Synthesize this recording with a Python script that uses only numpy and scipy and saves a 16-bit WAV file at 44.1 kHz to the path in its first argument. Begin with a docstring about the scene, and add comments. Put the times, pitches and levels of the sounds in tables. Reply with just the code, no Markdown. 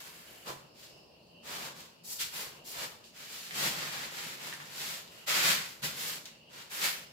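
"""Swishing strokes of hands smoothing a nylon cover over a padded bench, a few metres off in a bare room.
Each sweep sheds dense tiny slips of the weave: a firm palm adds a duller drag and stirs the padding,
a light skim is all sheen. Creases tick, a hand bumps down now and then,
and night insects trill faintly outside over the hum of the small room."""
import sys
import numpy as np
from scipy import signal
from scipy.fft import rfft, irfft
from scipy.io import wavfile
from scipy.ndimage import uniform_filter1d

SR = 44100
rng = np.random.default_rng(int(sys.argv[2]) if len(sys.argv) > 2 else 0)


def inscribe(sig):
    """Save sig as 16-bit PCM at rate SR to the path in sys.argv[1].

    A 1-D sig is mono; a 2-D sig holds one channel per row.
    Samples are clipped to [-1, 1] before scaling.
    """
    pcm = np.round(np.clip(np.atleast_2d(sig).T, -1, 1) * 32767)
    wavfile.write(sys.argv[1], SR, pcm.astype(np.int16))


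N = 313991


def undb(db):
    """Decibels to gain."""
    return 10 ** (np.asarray(db) / 20)


def unit(x):
    """Scale to rms 1."""
    return x / np.sqrt(np.mean(x ** 2))


def bins():
    """Frequencies of a full-length spectrum, floored at 1 Hz."""
    return np.maximum(np.fft.rfftfreq(N, 1 / SR), 1)


def contour(points):
    """Join (freq_hz, value) points on a log-frequency axis."""
    hz, value = np.transpose(points)
    return np.interp(np.log(bins()), np.log(hz), value)


def shape(x, gain):
    """Filter by a gain per frequency."""
    return irfft(rfft(x) * gain, N)


def highpass(hz, order):
    """Butterworth high-pass gain."""
    return 1 / np.sqrt(1 + (hz / bins()) ** (2 * order))


def lowpass(hz, order):
    """Butterworth low-pass gain."""
    return 1 / np.sqrt(1 + (bins() / hz) ** (2 * order))


def resonance(hz, width_hz):
    """Gain of a resonance applied twice, for steep skirts."""
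    return 1 / (1 + ((bins() ** 2 - hz ** 2) / (bins() * width_hz)) ** 2)


def wander(rate_hz):
    """Random steps, smoothed twice; rms 1."""
    size = int(SR / rate_hz)
    steps = np.repeat(rng.standard_normal(N // size + 2), size)
    return unit(uniform_filter1d(uniform_filter1d(steps, size), size)[:N])


def noise():
    """Two independent channels of white noise."""
    return rng.standard_normal((2, N))


def coloured_noise(gain):
    """Filtered noise, rms 1."""
    return unit(shape(noise(), gain))


def burst(start_s, decay_s):
    """Instant onset, exponential decay."""
    age_s = np.arange(N) / SR - start_s
    return (age_s >= 0) * np.exp(-np.clip(age_s / decay_s, 0, 50))


# Room murmur spectrum: freq_hz, gain_db
MURMUR_SPECTRUM = [(15, -43), (25, -28), (54, -1.5), (135, 0), (168, -16), (197, -53), (228, -6),
                   (294, -1), (346, 2), (607, 3.5), (714, -1), (1000, -3.5), (1400, -16), (1900, -17),
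                   (2470, -32), (4180, -120)]
# Droning room resonances: centre_hz, width_hz, level_db
ROOM_DRONE_MODES = [(173.5, 16, -72), (227.4, 18, -73)]


def room_hum(murmur_db=-63):
    """A wavering murmur and low room resonances that drone unevenly."""
    murmur = coloured_noise(undb(contour(MURMUR_SPECTRUM))) * undb(murmur_db + 2.1 * wander(10))
    drone = sum(undb(db) * coloured_noise(resonance(hz, width_hz))
                for hz, width_hz, db in ROOM_DRONE_MODES)
    return murmur + drone


# Hiss spectrum: freq_hz, gain_db
HISS_SPECTRUM = [(1500, -41), (3700, 11.5), (4500, 22), (6500, 4), (9000, 2.5), (15500, 2)]


def hiss(level_db=-68.5):
    """A smooth, steady high hiss."""
    return undb(level_db) * coloured_noise(undb(contour(HISS_SPECTRUM)))


def insect_chorus(pitch_hz=2780, width_hz=570, level_db=-69):
    """The farthest insects merge into one unbroken, flickering band."""
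    return coloured_noise(resonance(pitch_hz, width_hz)) * undb(level_db + 2.5 * wander(16))


# Insect calls: middle_s, half_length_s, pitch_hz, level_db
TRILLS = [(0.202, 0.09, 2950, -69), (0.286, 0.037, 2960, -57), (0.407, 0.2, 2900, -61),
          (0.918, 0.55, 5100, -65), (0.976, 0.17, 2820, -63), (1.29, 0.27, 4530, -72.5),
          (1.392, 0.19, 2870, -60), (2.624, 0.32, 2880, -64), (5.187, 0.38, 2880, -61),
          (6.354, 0.095, 2830, -62), (6.421, 0.072, 2850, -61.5), (6.485, 0.077, 2950, -62),
          (7.062, 0.17, 2820, -62), (7.084, 0.14, 5230, -65)]


def insect_trills(width_ratio=0.17, throb_hz=55):
    """Distant callers blur into narrow trills, each swelling, throbbing and fading."""
    out = np.zeros((2, N + SR))  # 0.5 s margin at each end
    t = np.arange(SR // 2) / SR - 0.25
    freq_hz = np.fft.rfftfreq(len(t), 1 / SR)
    for middle_s, half_length_s, pitch_hz, level_db in TRILLS:
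        band = 1 / (1 + (2 * (freq_hz / pitch_hz - 1) / width_ratio) ** 4)
        white = rng.standard_normal((2, len(t)))
        trill = unit(irfft(rfft(white) * band, len(t)))
        swell = np.cos(np.pi / 2 * np.clip(t / half_length_s, -1, 1)) ** 4
        throb = 1 + 0.13 * np.sin(2 * np.pi * (throb_hz * t + rng.random()))
        start = int(middle_s * SR) + SR // 4
        out[:, start:start + len(t)] += undb(level_db) * trill * swell * throb
    return out[:, SR // 2:SR // 2 + N]


def room_reverb(x, wet_db, t60_s=0.22, predelay_s=0.004):
    """Bare walls add a short dense tail; two echo patterns crossfade in a 1 s cycle."""
    t = np.arange(SR // 2) / SR
    phase = 2 * np.pi * np.arange(N) / SR
    wet = 0
    for share in (np.cos(phase), np.sin(phase)):
        tail = rng.standard_normal((2, len(t))) * undb(-60 * t / t60_s) * (t > predelay_s)
        tail /= np.linalg.norm(tail, axis=1, keepdims=True)
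        wet = wet + signal.fftconvolve(x * share, tail, axes=1)[:, :N]
    return (x + undb(wet_db) * wet) / np.hypot(1, undb(wet_db))


# Crease snaps: start_s, peak_db, centre_hz
CREASE_TICKS = [(1.2694, -51, 4600), (3.042, -38, 4200), (3.509, -24, 2110), (4.5264, -23.5, 1830),
                (4.538, -27.5, 6000), (4.602, -28, 1600), (4.656, -36, 6000), (5.077, -39, 3880),
                (5.1487, -45, 4000), (6.256, -29, 4500), (6.5316, -44, 4500)]


def creases():
    """A fold pops over with a short broad tick; bigger folds sound lower."""
    out = 0
    for start_s, peak_db, centre_hz in CREASE_TICKS:
        snap = shape(noise() * burst(start_s, decay_s=0.0021), resonance(centre_hz, width_hz=centre_hz))
        out = out + undb(peak_db) * snap / np.abs(snap).max()
    return out


# Slow give of the padded top: pitch_hz, relative_db, t60_s
PADDING_MODES = [(62.7, -30, .25), (88, -6, 0.31)]
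# Bench ring: pitch_hz, relative_db, t60_s
BENCH_MODES = [(137.5, 0.5, 0.72), (344, 5, 0.27), (514, -7, 0.31), (630, 4, 0.24), (930, -2, 0.3),
               (1007, 7, 0.31), (1330, -17, 0.44), (1800, -16, 0.32), (2220, -16, 0.2), (2800, -14, 0.16)]
# Hand landings: start_s, relative_db, decay_s, cutoff_hz
HAND_BUMPS = [(0.472, -58, 0.02, 2500), (0.492, -44.5, 0.01, 2000), (0.565, -58, 0.018, 130),
              (1.635, -57, 0.017, 170), (2.227, -53, 0.025, 130), (2.459, -60, 0.027, 130),
              (2.78, -56, .02, 130), (5.848, -50, 0.011, 348)]


def hand_bumps(gain_db=8.5):
    """A landing hand rings the bench briefly; a soft palm reaches only the low modes."""
    t = np.arange(SR // 2) / SR
    ring = sum(undb(db - 60 * t / t60_s) * np.sin(2 * np.pi * hz * t)
               for hz, db, t60_s in [*PADDING_MODES, *BENCH_MODES])
    ring /= np.linalg.norm(ring)
    force = sum(shape(noise() * burst(start_s, decay_s), undb(db) * lowpass(cutoff_hz, order=2))
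                for start_s, db, decay_s, cutoff_hz in HAND_BUMPS)
    return undb(gain_db) * signal.fftconvolve(force, [ring], axes=1)[:, :N]


# Hand sweeps: start_s, attack_s, slide_s, swell_db, swish_db,
# rasp_offset_db, sheen_offset_db, drag_offset_db, weight_offset_db (offsets from swish_db)
STROKES = [(0, 0.0047, 0.069, 0, -51.5, -4.0, -3.5, -6.5, -17),
           (0.096, 0.053, 0.31, -4, -56.5, -1.5, -2, -8, -18),
           (0.445, 0.05, 0.06, -11, -44, -6.5, -7, 1.5, -12.5),
           (0.723, 0.1, 0.011, 4.5, -56, -11.5, -8.5, -12.5, -19),
           (0.919, 0.026, 0.065, 0, -71, -15, -9, -2, -14),
           (1.417, 0.092, 0.14, 2, -45, -5, -8.0, -4.5, -12.5),
           (1.734, 0.049, 0.018, 2.5, -52.0, -8.5, -7.5, -9.0, -11.5),
           (2.031, 0.033, 0.063, 8, -48, -19.5, -2.5, -20.5, -32),
           (2.182, 0.035, 0.064, -13.5, -32.5, -9, -7, -21.5, -32),
           (2.305, 0.055, 0.053, 2.5, -43, -6, -4, -9, -24),
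           (2.634, 0.052, 0.031, 1, -46.5, -17.0, -3.5, -17, -24),
           (2.7, 0.14, 0.056, -11, -39, -5.5, -7.5, -5.5, -24),
           (3.028, 0.026, 0.017, 0, -57, -18, -11, -27, -20),
           (3.119, 0.084, 0.057, 0, -50, -5, -8, -12, -18),
           (3.256, 0.076, 0.14, -1.5, -45.5, -8.5, -7.5, -15, -27.0),
           (3.485, 0.19, 0.011, -1.5, -32.0, -6, -7, -10, -15.5),
           (3.722, 0.089, 0.23, -1.5, -40.5, -3.0, -9.5, -7.5, -15.5),
           (4.08, 0.12, 0.14, -3.5, -42.5, -3.5, -8, -9.5, -14.5),
           (4.364, 0.109, 0.065, -4.5, -43.5, -4, -8, -7.5, -12.5),
           (4.577, 0.029, 0.12, 1.5, -54, -3, -8, -6, -7.5),
           (4.677, 0.19, 0.079, -1.5, -39.5, -6.5, -6.5, -11.5, -20.5),
           (5.094, 0.027, 0.083, 3, -59.5, -3.5, -6, -7, -22),
           (5.26, 0.04, 0.14, 2, -31, -3, -8, -11.5, -22.5),
           (5.411, 0.084, 0.062, -6.5, -27.5, -2.5, -7.5, -15.5, -17),
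           (5.6, 0.093, 0.061, -4.5, -52.5, -6, -4, -38, -25),
           (5.815, 0.038, 0.028, -5.5, -32.5, -6, -6.5, -11.5, -12.5),
           (5.923, 0.11, 0.069, 1.5, -39.5, -7, -4, -12.5, -19),
           (6.248, 0.012, 0.014, -1.5, -52, -6, -16, -29, -33),
           (6.472, 0.15, 0.01, -3, -47.5, -5, -11, -8, -18),
           (6.689, 0.057, 0.082, -1.5, -41.5, -3.5, -3.5, -10.5, -22),
           (6.794, 0.064, 0.077, -11, -30.5, -3, -5.5, -13, -25)]
RASP_OFFSET_DB, SHEEN_OFFSET_DB, DRAG_OFFSET_DB, WEIGHT_OFFSET_DB = np.transpose(STROKES)[5:]
CLOTH_FADE_DB_PER_S, SHEEN_FADE_DB_PER_S, PADDING_FADE_DB_PER_S = 120, 150, 83


def stroke_envelope(offsets_db, fade_db_per_s, attack_curve=1.59):
    """Power sum of all strokes: a hand speeds up, presses harder or eases off, then lets go."""
    t = np.arange(N) / SR
    power = np.full(N, 1e-14)
    for (start_s, attack_s, slide_s, swell_db, swish_db, *_), offset_db in zip(STROKES, offsets_db):
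        span = slice(int(start_s * SR), int((start_s + 1) * SR))
        age_s = t[span] - start_s
        rise = np.sin(np.pi / 2 * np.clip(age_s / attack_s, 0, 1)) ** attack_curve
        slide_db = swell_db * np.clip((age_s - attack_s) / slide_s, 0, 1)
        release_db = fade_db_per_s * np.maximum(age_s - attack_s - slide_s, 0)
        power[span] += (rise * undb(swish_db + offset_db + slide_db - release_db)) ** 2
    return np.sqrt(power)


# Low room resonances that boom as the hands press and move: centre_hz, width_hz, gain_db
ROOM_BOOM_MODES = [(115, 32, -7), (146, 12.3, 1.5), (166.5, 38, 1.5), (198, 35, -9), (228.5, 25, -6),
                   (264, 32, -5.5), (326, 20, -5.5)]
# Bench rumble spectrum: freq_hz, gain_db
RUMBLE_SPECTRUM = [(24, -52), (44, -19), (52, -8), (86, -13), (145, 1), (198, -3.5), (231, -4.5), (288, -5),
                   (333, -3), (400, -28), (520, -28), (880, -120)]


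def boom_and_rumble(floor_db=-69.5):
    """Room modes boom and the bench rumbles as the hands press; both stay faint between strokes."""
    weight = np.hypot(stroke_envelope(WEIGHT_OFFSET_DB, PADDING_FADE_DB_PER_S), undb(floor_db))
    room_modes = sum(undb(db) * resonance(hz, width_hz) for hz, width_hz, db in ROOM_BOOM_MODES)
    boom = undb(-1.5) * coloured_noise(room_modes)
    rumble = undb(-7) * coloured_noise(undb(contour(RUMBLE_SPECTRUM)))
    return (boom + rumble) * weight


def thread_slips(rate_per_s, spread_db=1.03):
    """Threads catch and let go: random impulses, most small and a few large."""
    fired = rng.random((2, N)) < rate_per_s / SR
    size = undb(spread_db * np.minimum(rng.exponential(size=(2, N)), 4))
    return unit(fired * size * noise() / np.sqrt(rate_per_s))


def bench_reflection(x, mean_lag_s=0.0019, gain=0.13):
    """A bounce off the bench top; its lag wanders as the hand travels."""
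    lag_s = mean_lag_s * (1 + 0.12 * wander(2.5))
    now = np.arange(N)
    return gain * np.array([np.interp(now - lag_s * SR, now, channel) for channel in x])


# Rubbed nylon spectrum: freq_hz, gain_db
NYLON_SPECTRUM = [(120, -35), (200, 0), (231, -2), (288, -8.5), (577, -8), (670, -10.5), (830, -8),
                  (1240, -7.5), (1390, -4.5), (2320, -1.5), (4560, 0.5), (6570, -5.5), (7330, -4.5),
                  (8800, -15), (15000, -16), (15800, -25)]
# A moving hand meets the cloth: start_s, level_db
TOUCHES = [(0.469, -42), (2.043, -57), (2.196, -41), (2.649, -60), (5.278, -51), (5.833, -42), (6.713, -50)]
TOP_HZ = 15850


def nylon_rubbing():
    """A faster hand sheds more slips; the cloth radiates them as drag, rasp, swish and sheen."""
    drag_env = stroke_envelope(DRAG_OFFSET_DB, PADDING_FADE_DB_PER_S)
    rasp_env = stroke_envelope(RASP_OFFSET_DB, CLOTH_FADE_DB_PER_S)
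    swish_env = stroke_envelope(np.zeros(len(STROKES)), CLOTH_FADE_DB_PER_S)
    sheen_env = stroke_envelope(SHEEN_OFFSET_DB, SHEEN_FADE_DB_PER_S)
    friction = thread_slips(rate_per_s=26000 * (swish_env / undb(-38.5)) ** 0.2)
    friction *= undb(0.72 * wander(55))  # the hand catches on wrinkles
    cloth = shape(friction + bench_reflection(friction), undb(contour(NYLON_SPECTRUM)))
    drag = unit(shape(cloth, highpass(360, order=4) * lowpass(1170, order=6))) * undb(-0.66)
    rasp = unit(shape(cloth, highpass(1220, order=6) * lowpass(2305, order=5))) * undb(-0.9)
    swish = unit(shape(cloth, highpass(2710, order=5) * lowpass(8430, order=6))) * undb(-1.5)
    sheen = unit(shape(cloth, highpass(9570, order=6) * lowpass(TOP_HZ, order=20))) * undb(1.36)
    # a light skim has little rasp and keeps only the top of the swish
    swish_over_rasp_db = 20 * np.log10(swish_env / rasp_env)
    lightness = np.clip((swish_over_rasp_db - 12) / 12, 0, 1)
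    skim = unit(shape(swish, highpass(4500, order=8))) * undb(-2.5)
    swish += lightness * (skim - swish)
    # the weave grabs on first contact: a short bright chuff
    grab_env = sum(undb(db) * burst(start_s, decay_s=0.0046) for start_s, db in TOUCHES)
    return drag * drag_env + rasp * rasp_env + swish * np.hypot(swish_env, grab_env) + sheen * sheen_env


# Stereo width: freq_hz, side_over_mid_db
STEREO_WIDTH = [(60, -16), (180, -12.5), (380, -4), (700, -2.5), (1300, 1.8), (2400, -1), (5000, 0.27),
                (15000, -0.5)]


def scene():
    """All sources, mixed as mid and side; long waves reach both sides alike."""
    ticks = room_reverb(creases(), wet_db=1)
    rubbing = room_reverb(nylon_rubbing(), wet_db=-12.5)
    thuds = boom_and_rumble() + hand_bumps()
    background = insect_trills() + room_hum() + insect_chorus() + hiss()
    common, apart = background + ticks + thuds + rubbing
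    width = undb(contour(STEREO_WIDTH))
    mid = shape(common, 1 / np.hypot(1, width))
    side = shape(apart, width / np.hypot(1, width))
    return np.array([mid + side, mid - side])


# Microphone port imbalance: freq_hz, left_minus_right_db
PORT_BALANCE = [(100, 1.2), (200, 1.5), (380, 2.5), (700, -1), (1300, 0), (8000, 0), (15000, 3)]


def record(dry):
    """The two microphone ports differ a little in colour; the top is cut steeply."""
    tilt_db = np.outer([1, -1], contour(PORT_BALANCE)) / 2
    return shape(dry, undb(tilt_db) * lowpass(TOP_HZ, order=150))


dry = scene()
out = record(dry)
inscribe(out)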